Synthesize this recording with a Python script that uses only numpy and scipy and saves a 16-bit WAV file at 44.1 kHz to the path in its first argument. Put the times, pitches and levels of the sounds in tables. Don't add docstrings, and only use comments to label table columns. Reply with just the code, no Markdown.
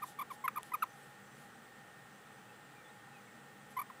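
import sys
import numpy as np
from scipy import signal
from scipy.fft import rfft, irfft
from scipy.io import wavfile

SR = 44100
rng = np.random.default_rng(int(sys.argv[2]) if len(sys.argv) > 2 else 0)


def store_pcm(level_fs):
    pcm = np.round(np.clip(level_fs, -1, 1) * 32767).astype(np.int16)
    wavfile.write(sys.argv[1], SR, np.atleast_2d(pcm).T)


N = 176400
TIME = np.arange(N) / SR


def from_db(db):
    return 10 ** (np.asarray(db) / 20)


def gain_at(curve, hz):
    known_hz, db = np.transpose(curve)
    return from_db(np.interp(np.log(hz + 1e-9), np.log(known_hz), db))


def noise(colour):
    hz = np.arange(N // 2 + 1) * SR / N
    shaped = irfft(rfft(rng.standard_normal(N)) * colour(hz), N)
    return shaped / np.sqrt(np.mean(shaped ** 2) + 1e-20)


def drift(rate_hz):
    return noise(lambda hz: 1 / (1 + (hz / rate_hz) ** 2))


def appliance():
    # frequency in Hz, relative level in dB.
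    air_colour = [(20, -25), (60, -12), (95, -9.5), (120, 1), (205, 1.5), (270, -2), (380, -3), (490, 0),
                  (650, -4.5), (1030, -5), (1350, 1), (1900, -5), (2200, -8.5), (3200, -11), (4500, -17.5),
                  (6000, -20), (8200, -16), (10000, -21.5), (14500, -26.5), (16000, -33)]
    # centre in Hz, width in Hz, level in dB.
    drones = [(117.3, 12, -77), (140, 8.6, -71), (202.5, 22, -71), (235.2, 2.6, -73), (309, 40, -77),
              (484, 22, -78), (802, 77, -66.5), (838, 9.6, -71.5), (15300, 210, -92)]
    # frequency in Hz, level in dB.
    whine = [(433, -78.5), (1824.6, -67.5), (1884, -76), (1943, -75), (14971, -88), (15030, -82)]
    air_db, waver_db, wander_hz = -59, 1.8, 1.16
    out = from_db(air_db) * noise(lambda hz: gain_at(air_colour, hz))
    for centre, width, db in drones:
        out += from_db(db) * noise(lambda hz: 1 / (1 + (2 * (hz - centre) / width) ** 2))
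    for hz, db in whine:
        phase = 2 * np.pi * np.cumsum(hz + wander_hz * drift(rate_hz=2.42)) / SR
        out += np.sqrt(2) * from_db(db + waver_db * drift(rate_hz=8.1)) * np.sin(phase)
    return out


def hiss():
    centres_hz, width_hz = (6040, 7600, 8180), 170
    level_db, swell_db = -86.5, 5.5
    bands = [noise(lambda hz: np.exp(-((hz - centre) / width_hz) ** 2)) for centre in centres_hz]
    return sum(band * from_db(level_db + swell_db * drift(rate_hz=7)) for band in bands)


def birds():
    # start in seconds, length in seconds, first and last pitch in Hz, level in dB.
    whistles = [(2.475, 0.046, 2700, 2600, -64.5), (2.73, .11, 2520, 2220, -64),
                (2.83, 0.071, 3500, 3450, -67), (2.88, .035, 3580, 3780, -67),
                (3.12, 0.084, 2660, 2400, -61.5), (3.26, 0.054, 2240, 2180, -63)]
    out = np.zeros(N)
    warble = 1 + 0.017 * drift(rate_hz=89)
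    for start, length, first, last, db in whistles:
        span = (TIME >= start) & (TIME < start + length)
        along = (TIME[span] - start) / length
        pitch = (first + (last - first) * along) * warble[span]
        out[span] += from_db(db) * np.sin(np.pi * along) * np.sin(2 * np.pi * np.cumsum(pitch) / SR)
    return out


def room_tail(sound):
    t60_s, send_db, cutoff_hz = 0.11, -16, 4700
    t = TIME[:SR // 2]
    tail = rng.standard_normal(len(t)) * np.exp(-np.log(1000) * t / t60_s)
    wet = signal.fftconvolve(sound, from_db(send_db) * tail / np.linalg.norm(tail))[:N]
    return signal.sosfilt(signal.butter(2, cutoff_hz, fs=SR, output="sos"), wet)


def close_reflections(sound):
    delays_s, levels_db = (.00297, .00406), (-13, -12)
    return sound + sum(from_db(db) * np.interp(TIME - delay, TIME, sound, left=0)
                       for delay, db in zip(delays_s, levels_db))


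def hand_rubs():
    # centre in seconds, half-length in seconds, level in dB.
    strokes = [(0.082, 0.041, -59), (0.338, 0.021, -60.5), (0.667, 0.038, -64.5), (1.003, 0.14, -70.5),
               (1.412, 0.06, -67.5), (3.715, 0.018, -66.5)]
    # frequency in Hz, relative level in dB.
    rub_colour = [(1500, -9), (3500, 7.5), (6000, 5.5), (10500, 9.5), (13000, 6), (16000, -9)]
    swell = sum(from_db(db) * np.exp(-((TIME - centre) / half) ** 2) for centre, half, db in strokes)
    return swell * noise(lambda hz: gain_at(rub_colour, hz))


def click():
    # frequency in Hz, relative level in dB, seconds to fade by 60 dB.
    modes = [(3370, -2.5, 0.0039), (8400, 1.5, 0.0015), (10100, 0, 0.0022)]
    start_s, level_db = .6316, -37.5
    t = np.maximum(TIME - start_s, 0)
    out = np.zeros(N)
    for hz, db, t60 in modes:
        decay = np.exp(-np.log(1000) * np.minimum(t / t60, 10))
        out += from_db(level_db + db) * decay * np.sin(2 * np.pi * hz * t)
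    return out


def toad():
    # start in seconds, length in seconds, level in dB, pressure crest as a share of the length,
    # opening, middle and closing pitch in Hz, second and third harmonic in relative dB, sheen trim in dB.
    chirps = [ (0.0185, .026, -35, 0.58, 1022, 1221, 870, -17.5, -29.5, 2),
              (0.187, .0205, -32.5, 0.51, 1125, 1136, 964, -14.5, -23.5, 0),
              (0.2087, .019, -32.4, 0.55, 967, 1197, 925, -15, -22.5, 0),
              (0.3009, 0.022, -37.5, .56, 1230, 1138, 960, -16.5, -23, -4),
              (0.439, 0.027, -32.4, 0.46, 1022, 1079, 920, -11.5, -30, 1),
              (0.4773, 0.0042, -31, 0.58, 2500, 1900, 1500, -28, -35, -15),
              (0.4787, 0.013, -26.5, 0.24, 1376, 1176, 960, -11, -26, 2.5),
              (0.555, 0.0046, -45, .5, 1750, 1570, 1250, -25, -37, -10),
              (0.5579, .0105, -36.5, 0.54, 1190, 1166, 1050, -16, -26, 5.5),
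              (.5681, .0187, -31.3, 0.51, 1204, 1197, 865, -15, -33, 1),
              (0.592, 0.0097, -48, 0.51, 1030, 970, 900, -10, -28, -24),
              (0.7176, 0.013, -41, 0.29, 1040, 1000, 990, -6, -30, -3),
              (0.7348, .0217, -28.5, .49, 1207, 1220, 961, -13.5, -34, 4),
              (0.8224, 0.02, -25.6, .33, 1430, 1216, 855, -16, -26.5, 1.5),
              (3.7655, 0.021, -35, 0.45, 1033, 1036, 935, -10.5, -26, 1.5),
              (3.7864, 0.021, -30, 0.49, 1052, 1158, 965, -14, -37, 1.5),
              (3.8137, 0.012, -34, 0.4, 1075, 1178, 980, -15, -31, 4),
              (3.8988, 0.014, -42.5, 0.16, 1280, 1025, 990, -14, -32, -8)]
    # frequency in Hz, relative level in dB.
    rasp_colour = [(750, -12), (1200, 1), (2700, -3), (4500, -11.5), (8500, -18), (12000, -8), (16000, -45)]
    # frequency in Hz, level in dB against the fundamental.
    throat_colour = [(4100, -33.5), (5200, -37), (6800, -36), (9200, -53)]
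    # frequency in Hz, level in dB before the chirp's sheen trim.
    sheen_colour = [(9300, -52), (10500, -22.5), (11600, -20.5), (12700, -18), (13800, -33), (15200, -35)]
    attack_s, release_s = 0.0026, 0.002
    sag_db = 38.5
    shimmer_db, flutter_db, rasp_db = .5, 2.5, -30.5
    jitter = 1 + .006 * drift(rate_hz=300)
    shimmer = shimmer_db * drift(rate_hz=300)
    overtone_flutter = {k: from_db(flutter_db * drift(rate_hz=80)) for k in range(4, 15)}
    rasp = from_db(rasp_db) * noise(lambda hz: gain_at(rasp_colour, hz))
    out = np.zeros(N)
    for start, length, db, crest, opening, middle, closing, second_db, third_db, sheen_db in chirps:
        span = (TIME >= start) & (TIME < start + length)
        t = TIME[span] - start
        along = t / length
        arch = np.polyfit([0, .5, 1], [opening, middle, closing], 2)
        pitch = np.polyval(arch, along) * jitter[span]
        phase = 2 * np.pi * np.cumsum(pitch) / SR
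        attack = np.sin(np.pi / 2 * np.minimum(t / attack_s, 1))
        release = np.sin(np.pi / 2 * np.clip((length - t) / release_s, 0, 1))
        pressure = attack * release * from_db(-sag_db * (along - crest) ** 2)
        tone = np.sin(phase) + from_db(second_db) * np.sin(2 * phase)
        tone += from_db(third_db) * np.sin(3 * phase)
        sheen = from_db(sheen_db) * pressure ** .65
        for k, flutter in overtone_flutter.items():
            hz = k * pitch
            strength = np.maximum(gain_at(throat_colour, hz), sheen * gain_at(sheen_colour, hz))
            tone += flutter[span] * strength * np.sin(k * phase) * (hz < SR / 2)
        out[span] += from_db(db + shimmer[span]) * pressure * (tone + rasp[span])
    return out


def scene():
    near = close_reflections(toad()) + click() + hand_rubs()
    return (near + room_tail(near) + appliance() + hiss() + birds())[None]


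def record(dry):
    cutoff_hz = 15850
    low_pass = signal.firwin(401, cutoff_hz, fs=SR, window="blackman")
    return signal.fftconvolve(dry, low_pass[None], "same")


dry = scene()
out = record(dry)
store_pcm(out)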